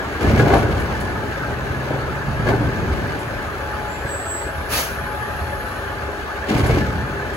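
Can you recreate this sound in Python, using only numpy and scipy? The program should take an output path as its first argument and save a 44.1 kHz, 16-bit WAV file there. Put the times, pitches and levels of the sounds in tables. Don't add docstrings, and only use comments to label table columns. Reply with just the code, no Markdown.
import sys
import numpy as np
from scipy import signal
from scipy.fft import rfft, irfft
from scipy.io import wavfile
from scipy.ndimage import uniform_filter1d

SR = 44100
rng = np.random.default_rng(int(sys.argv[2]) if len(sys.argv) > 2 else 0)


def master_out(mix):
    frames = np.transpose(np.atleast_2d(mix))
    ceiling = np.clip(frames, -1, 1)
    pcm = np.round(ceiling * 32767).astype(np.int16)
    wavfile.write(sys.argv[1], SR, pcm)


N = 324576
TIME, HZ = np.arange(N) / SR, np.fft.rfftfreq(N, 1 / SR)

# (time [s], boom level [dB], boom frequency [Hz], thud level [dB],
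# clang level [dB], ring level [dB], loudest mode [Hz]); levels relative
JOINT_BLOWS = [(0.245, -3, 260, -24, -39, -36, 296), (0.265, -15, 106, -15, -32, -35, 296),
               (0.304, -14, 110, -18, -24, -26, 215), (0.335, -4, 100, -9, -38, -24, 215),
               (0.376, -11, 110, -17, -30, -21, 1666), (0.393, -10, 111, -9, -12.5, -12.5, 1666),
               (0.407, -6, 107, -20, -17, -28, 692), (0.428, -14, 115, -21, -17, -40, 400),
               (0.463, -13, 96, -11, -15, -38, 692), (0.5, -22, 168, -20, -12, -19, 400),
               (0.52, -12, 85, -15, -9, -28, 461), (0.533, -11, 84, -15, -4.5, -14, 786),
               (0.548, -15, 85.5, -20, -8, -27, 461), (0.563, -10, 70, -14, -22, -40, 400),
               (0.628, -17, 109, -15.5, -21, -50, 296), (0.734, -8.5, 81, -35, -44, -52, 296),
               (1.706, -15, 80, -31.5, -34, -31, 296), (1.904, -33, 130, -17.5, -21, -38, 527),
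               (1.94, -22, 130, -22, -25, -37, 400), (2.28, -12.5, 124, -21, -33, -32, 215),
               (2.395, -13.5, 136, -19, -24, -44, 517), (2.421, -12, 120, -22, -36, -36, 215),
               (2.467, -21, 151, -28, -21.5, -20, 1650), (2.485, -25, 127, -16, -12.5, -20, 517),
               (2.5, -25, 127, -20, -23, -24, 786), (2.533, -19, 129, -13.5, -18, -32, 400),
               (2.603, -18, 120, -13, -37, -37, 296), (2.64, -14, 100, -31, -39, -40, 215),
               (2.686, -15, 102, -26, -36, -40, 215), (2.9, -12, 74, -36, -36, -38, 400),
               (3.837, -20, 91, -43, -36, -41, 400), (4.048, -16.5, 101, -29, -27, -43, 580),
               (4.461, -25, 91.5, -22.5, -44, -41, 400), (4.58, -18, 72, -51, -29, -40, 786),
               (5.412, -13.5, 82.5, -46, -47, -41, 400), (6.489, -38, 170, -34, -27, -28, 215),
               (6.505, -31, 159, -12, -31, -30, 215), (6.524, -24, 150, -15, -27, -37, 296),
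               (6.551, -11, 129, -13.5, -39, -40, 296), (6.601, -11, 99, -24, -19, -28, 215),
               (6.633, -5, 88.5, -23, -17, -28, 296), (6.658, -23, 110, -19, -21, -26, 215),
               (6.694, -4.5, 122, -19, -15, -30, 461), (6.726, -5, 102, -22, -32, -29, 296),
               (6.768, -18, 102.3, -15.5, -23, -40, 296), (6.812, -11, 87.4, -26, -37, -36, 215),
               (6.95, -14, 109, -29, -44, -42, 215)]
# (frequency [Hz], relative level [dB], decay scale [s]); a struck mode falls 60 dB in half of it
GIRDER_MODES = [(61.6, 5, 0.4), (80.3, 4.5, 0.55), (114.6, 6, 0.63), (139.5, 0.5, 0.41), (217, -2, 0.25),
                (297, -8, 0.41), (398, -8, 0.17), (457.4, -8.5, 0.3), (524, -19, 0.55), (584, -4.5, 0.097),
                (687.5, -15.5, 0.89), (785, -4.5, 0.1), (1472, -2, 0.1), (1642, -3, 0.14),
                (1770, -11.5, 0.54), (2067, 0, 0.085), (2257, -2, 0.068)]
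# (frequency [Hz], relative density [dB per Hz])
LOOSE_STEEL = [(25, -57), (45, -25), (80, -18.5), (200, -2.5), (400, 1), (800, -4), (1100, -5.5),
               (1600, -16), (2000, -19), (3000, -20), (5000, -27.5), (9000, -38.5), (16000, -42)]
BAND_EDGES_HZ = [170, 450, 1100, 2000]
# (time [s], boom level [dB], steel level [dB]); levels relative
ROLLING_LEVELS = [(0, -29.5, -31), (.8, -17.5, -28), (1.44, -25, -32.5), (1.95, -30, -31), (2.3, -22, -36),
                  (2.95, -17.5, -29), (3.4, -29.5, -35.5), (4.05, -27.5, -37), (4.2, -37, -37),
                  (4.5, -29.5, -41), (5.45, -26, -38.5), (6.35, -34, -36.5), (7.0, -41, -36),
                  (7.36, -29.5, -34)]
# (start [s], length [s], boom level [dB],
# steel level [dB], rattle level [dB]); levels relative
GAP_CROSSINGS = [(0.191, 0.39, -15, -22, -35), (2.44, 0.07, -13.5, -21.5, -39.5),
                 (6.464, 0.071, -18, -23.5, -30.5), (6.623, 0.11, -16.5, -24.5, -34)]
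BAND_RISE_S = [0.13, 0.039, 0.038, 0.067, 0.029]
BAND_FALL_DB_PER_S = [26, 40.3, 65.4, 60, 69]
CYLINDER_STRENGTH_DB = [1.3, 2.8, 8.5, 1.9, 1.2, 5.5]
# (frequency [Hz], relative density [dB per Hz])
IDLE_SPECTRUM = [(25, -46), (45, -3), (70, -0.5), (170, -18), (330, -13.5), (750, -6.5), (1050, -8),
                 (1450, -9), (1800, -11), (1930, -12.5), (2800, -21), (3400, -23), (5500, -31.5),
                 (10000, -36.5), (16000, -40.5)]
# (frequency [Hz], width [Hz], lift [dB])
BAY_RESONANCES = [(400, 40, 13), (559, 35, 8.5), (647, 67, 2), (1233, 130, 3.5), (1555, 135, 5),
                  (1720, 110, 9)]
# (multiple of the cycle rate [1], level [dB])
ENGINE_ORDERS = [(8, -44), (12, -40.5), (16, -45.5)]
# (time [s], frequency [Hz], level [dB])
GEAR_WHINE = [(.9, 862, -34.5), (1.3, 862, -41), (1.45, 852, -40.5), (2.7, 860.6, -43.5), (3.3, 854, -42.5),
              (3.8, 848, -32), (4.05, 845, -40), (4.2, 841, -47), (4.65, 836, -35.5), (4.95, 843, -42.5),
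              (5.1, 847, -35.5), (6.3, 846.6, -41), (7.0, 855, -35.5), (7.36, 855, -45)]
# (start [s], length [s], first frequency [Hz], last frequency [Hz], level [dB])
ROLLING_HUMS = [(1.405, 1.31, 128.4, 145.2, -32), (4.098, 0.97, 660, 657, -41),
                (6.956, 0.27, 142.5, 143, -34.5)]
# (time [s], frequency [Hz], level [dB])
BRAKE_SQUEALS = [
    [(3.88, 7245, -58), (3.93, 7257, -45), (4.04, 7309, -57)],
    [(4.05, 7712, -53), (4.12, 7711, -33), (4.24, 7708, -39), (4.32, 7706, -28), (4.39, 7705, -32),
     (4.48, 7704, -44), (4.53, 7699, -58)],
]
# (opening time [s], rise [s], hold [s], fall [s])
VENT_TIMING = (4.695, 0.032, 0.061, 0.22)
# (frequency [Hz], relative density [dB per Hz])
VENT_SPECTRUM = [(300, -8), (1200, -7), (2200, -7.5), (3500, -10), (6000, -11.5), (9000, -16.5),
                 (12000, -9.5), (13000, -17), (15500, -17)]
# (frequency [Hz], width [Hz], lift [dB])
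VALVE_WHISTLES = [(1200, 60, 4), (2250, 90, 6), (6250, 90, 7)]
# (time [s], level [dB])
LEAK_LEVELS = [(3.8, -54), (4.98, -49), (5.7, -47.5), (6.2, -68)]
# (frequency [Hz], relative density [dB per Hz])
LEAK_SPECTRUM = [(4000, -15), (7000, -11), (11000, 11), (13000, 4.5), (15500, -20)]
# (time [s], relative level [dB])
TREBLE_PUFFS = [(0.2164, -46), (0.3865, -47), (0.5377, -43), (0.5781, -47), (0.7961, -45), (1.003, -43),
                (2.4818, -50), (3.19, -45), (6.4846, -49), (6.576, -41), (6.6623, -39.5), (7.3372, -48)]
# (frequency [Hz], likeness [0-1], left's lead [rad], left over right [dB])
PORT_RESPONSE = [(0, .85, 0, 0), (330, .88, .15, .5), (600, .72, .6, 2.3), (1100, .6, .6, 3.2),
                 (1550, .6, .7, 1.6), (1900, .5, 2.9, -1), (2300, .45, 4.5, 1.4), (5000, .35, 15, -3.8),
                 (6300, .65, 18.85, -1), (7800, .96, 16.6, 0), (16000, .96, 5.6, 0)]

PUSH_CYCLES = 0.6
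STRUCK_DB, STRUCK_OCTAVES = 11, .06
BOOM_RING_DB = -9
LOOSE_DB = -6.5
ROLL_RATTLE_DB = -13.5
LURCH_DB, LURCH_S = 1.5, 0.015
FIRING_HZ, IDLE_DB = 37.06, -26.5
HUM_RISE_S, HUM_FALL_S, HUM_EDGE_DB = 0.15, 0.044, -18
VENT_DB = -19
EDGE_HZ = 15850


def blows():
    out, t = np.zeros((2, N + SR)), TIME[:SR // 2]
    hz, t60s = np.fft.rfftfreq(len(t), 1 / SR), (0.45, 0.21, 0.28, 0.041, 0.16)
    for s, boom_db, boom_hz, thud_db, clang_db, ring_db, struck_hz in JOINT_BLOWS:
        levels_db = boom_db + BOOM_RING_DB, thud_db, clang_db, ring_db, ring_db + LOOSE_DB
        sound = amp(boom_db - 7.5) * low_push(t, boom_hz)
        modes_spectrum = rfft(struck_modes(t, struck_hz))
        loose_spectrum = rfft(rng.standard_normal((2, len(t)))) * amp(read(LOOSE_STEEL, hz))
        for part, t60, db in zip(bands(hz), t60s, levels_db):
            loose = evened(irfft(loose_spectrum * part)) * amp(-60 * t / t60)
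            ring = irfft(modes_spectrum * part) + 0.33 * loose
            ring *= np.minimum(t / 0.006, 1) * (1 - t / t[-1])
            early_power = np.mean(ring[:, 100:700] ** 2)
            sound = sound + amp(db - 5.0) * ring / np.sqrt(2 * early_power)
        out[:, round(s * SR):][:, :len(t)] += sound
    return out[:, :N]


def low_push(t, hz):
    swell = t * hz / PUSH_CYCLES
    return swell * np.exp(1 - swell) * np.sin(2 * np.pi * (hz * t + np.array([[0], [.05]])))


def struck_modes(t, struck_hz):
    out = 0
    for hz, db, decay in GIRDER_MODES:
        near_db = STRUCK_DB * np.exp(-(np.log2(hz / struck_hz) / STRUCK_OCTAVES) ** 2)
        gain = amp(db + near_db + 2 * rng.standard_normal() - 60 * t / (.5 * decay))
        turns = hz * (1 + 0.0079 * rng.standard_normal()) * t
        phase = (hz > BAND_EDGES_HZ[0]) * rng.random() + np.array([[0], [1 / 5]])
        out = out + gain * np.sin(2 * np.pi * (turns + phase))
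    return out


def rolling():
    modes = sum(amp(db) / np.sqrt(1 + ((HZ - f) * decay / 1.9) ** 2) for f, db, decay in GIRDER_MODES)
    colour, out = amp(read(LOOSE_STEEL, HZ)) + 0.54 * modes, 0
    for k, (part, db) in enumerate(zip(bands(HZ), (-5.5, -1.0, -3.5, -10.0, 3.0))):
        lumps = amp(1.5 * drift(14) + (k > 2) * 2.5 * drift(70))
        out = out + amp(db) * evened(noise(colour * part) * lumps) * load(k)
    return out


def load(k):
    s, boom, steel = np.transpose(ROLLING_LEVELS)
    steady_db = [boom, steel, steel, steel, steel + ROLL_RATTLE_DB][k]
    power = amp(np.interp(TIME, s, steady_db)) ** 2
    for start, length, boom, steel, rattle in GAP_CROSSINGS:
        since = TIME - start
        crossing_db = [boom, steel, steel, steel, rattle][k]
        fall_db = BAND_FALL_DB_PER_S[k] * np.maximum(since - length, 0)
        lurch_db = (k > 2) * LURCH_DB * np.exp(-((since - BAND_RISE_S[k]) / LURCH_S) ** 2)
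        rise = np.clip(since / BAND_RISE_S[k], 0, 1)
        power = power + (rise * amp(crossing_db - fall_db + lurch_db)) ** 2
    return np.sqrt(power)


def engine():
    colour = amp(read(IDLE_SPECTRUM, HZ) + lift(BAY_RESONANCES))
    upper, bass = 1 / (1 + (900 / (HZ + 1)) ** 4), 1 / (1 + (HZ / 160) ** 4)
    middle = 1 - upper - bass
    firings = np.cumsum(FIRING_HZ + 0.084 * drift(1.8)) / SR + 0.27
    whole = firings.astype(int)
    chance_db = 3.1 * np.clip(rng.standard_normal(N), -2, 1)[whole]
    knock = amp(np.array(CYLINDER_STRENGTH_DB)[whole % 6] + chance_db)
    puff = 1 + 0.15 * knock * np.exp(-(firings % 1) / 0.51)

    def share(part):
        return np.linalg.norm(colour * part) / np.linalg.norm(colour)

    roar = share(upper) * evened(patchy(noise(colour * upper), 3.2) * puff)
    middle_gain = amp(0.88 * drift(32)) * puff ** 0.51
    roar += share(middle) * evened(patchy(noise(colour * middle), 2.8) * middle_gain)
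    roar += share(bass) * evened(noise(colour * bass) * amp(4.2 * drift(12)))
    orders = 0
    for multiple, db in ENGINE_ORDERS:
        turns = multiple * firings / 6 + rng.random((2, 1))
        orders = orders + np.sqrt(2) * amp(db + 0.7 * drift(0.73)) * np.sin(2 * np.pi * turns)
    return amp(IDLE_DB) * roar + orders


def gear_whine():
    return tone(GEAR_WHINE, waver_hz=1.1) * amp(2.2 * drift(3.2))


def hums():
    out = 0
    for start, length, first_hz, last_hz, db in ROLLING_HUMS:
        s = start + np.array([0, min(HUM_RISE_S, length / 3), length - min(HUM_FALL_S, length / 2), length])
        hz = first_hz + (last_hz - first_hz) * (s - start) / length
        rows = np.transpose([s, hz, db + HUM_EDGE_DB * np.array([1, 0, 0, 1])])
        out = out + tone(rows, waver_hz=0.9)
    return out


def brake_squeals():
    squeals = sum(tone(rows, waver_hz=3) + amp(-24) * tone(rows, multiple=2, waver_hz=9)
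                  for rows in BRAKE_SQUEALS)
    return squeals * amp(1.06 * drift(28.9))


def valve_blast():
    blast = np.transpose([np.cumsum(VENT_TIMING), VENT_DB + np.array([-16.5, -1.0, 0.0, -29.0])])
    hiss = noise(amp(read(VENT_SPECTRUM, HZ) + lift(VALVE_WHISTLES)))
    return level(blast) * hiss * amp(0.63 * drift(40))


def air_leak():
    return level(LEAK_LEVELS, fade=1.0) * noise(amp(read(LEAK_SPECTRUM, HZ)))


def treble_puffs():
    out, hiss, t = np.zeros((2, N)), rng.standard_normal((2, N)), TIME[:4000]
    band = signal.butter(2, [7000, 11500], "band", fs=SR)
    for s, db in TREBLE_PUFFS:
        part = out[:, round(s * SR):][:, :len(t)]
        puff = signal.lfilter(*band, hiss[:, round(s * SR):][:, :len(t)])
        envelope = np.minimum(t / 0.0022, 1) * amp(-60 * t / 0.22)
        part += amp(db + 11.5) * puff * envelope[:part.shape[1]]
    return out


def tone(rows, multiple=1, waver_hz=1.43):
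    s, hz = np.transpose(rows)[:2]
    turns = multiple * np.cumsum(np.interp(TIME, s, hz) + waver_hz * drift(6.7)) / SR
    phase = rng.random() + np.array([[0], [1 / 4]])
    return np.sqrt(2) * level(rows, column=2) * np.sin(2 * np.pi * (turns + phase))


def noise(gain):
    return evened(irfft(rfft(rng.standard_normal((2, N))) * gain, N))


def patchy(x, depth_db):
    z = signal.stft(x, nperseg=1024, noverlap=768)[2]
    field = uniform_filter1d(rng.standard_normal(z.shape[1:]), size=2, axis=0)
    field = uniform_filter1d(field, size=7, axis=1)
    grain = amp(depth_db * evened(field))
    return signal.istft(z * evened(grain), nperseg=1024, noverlap=768)[1][:, :N]


def drift(top_hz):
    return evened(irfft(rfft(rng.standard_normal(N)) / (1 + (HZ / top_hz) ** 2), N))


def bands(hz):
    below = [1 / (1 + (hz / edge) ** 4) for edge in BAND_EDGES_HZ]
    return np.diff([0 * hz, *below, 0 * hz + 1], axis=0)


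def lift(peaks):
    return sum(db / (1 + (2 * (HZ - hz) / width) ** 2) for hz, width, db in peaks)


def level(rows, column=1, fade=0.0092):
    s, db = np.transpose(rows)[[0, column]]
    outside = np.maximum(s[0] - TIME, 0) + np.maximum(TIME - s[-1], 0)
    return amp(np.interp(TIME, s, db)) * np.clip(1 - outside / fade, 0, 1)


def read(points, hz):
    f, value = np.transpose(points)
    return np.interp(np.log(hz + 1), np.log(f + 1), value)


def amp(db):
    return 10 ** (np.asarray(db) / 20)


def evened(x):
    return x / np.sqrt(np.mean(x ** 2) + 1e-20)


def scene():
    girder = blows() + patchy(rolling(), 1)
    tones = gear_whine() + hums() + brake_squeals()
    air = patchy(valve_blast() + air_leak() + treble_puffs(), 3)
    return girder + engine() + tones + air


def record(dry):
    hz, *columns = np.transpose(PORT_RESPONSE)
    same, lead, tilt_db = (np.interp(HZ, hz, c) for c in columns)
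    same = np.clip(same, 0, 1)
    direct, scattered = rfft(dry) / np.sqrt(1 + (38 / (HZ + 1)) ** 6)
    right = same * np.exp(-1j * lead) * direct + np.sqrt(1 - same ** 2) * scattered
    ports = irfft([direct * amp(tilt_db / 2), right * amp(-tilt_db / 2)], N)
    ports = 1.1 * np.tanh(ports / 1.1)
    band_limit = signal.firwin(511, EDGE_HZ, window=("kaiser", 9), fs=SR)
    return signal.oaconvolve(ports, band_limit[None], "same")


dry = scene()
out = record(dry)
master_out(out)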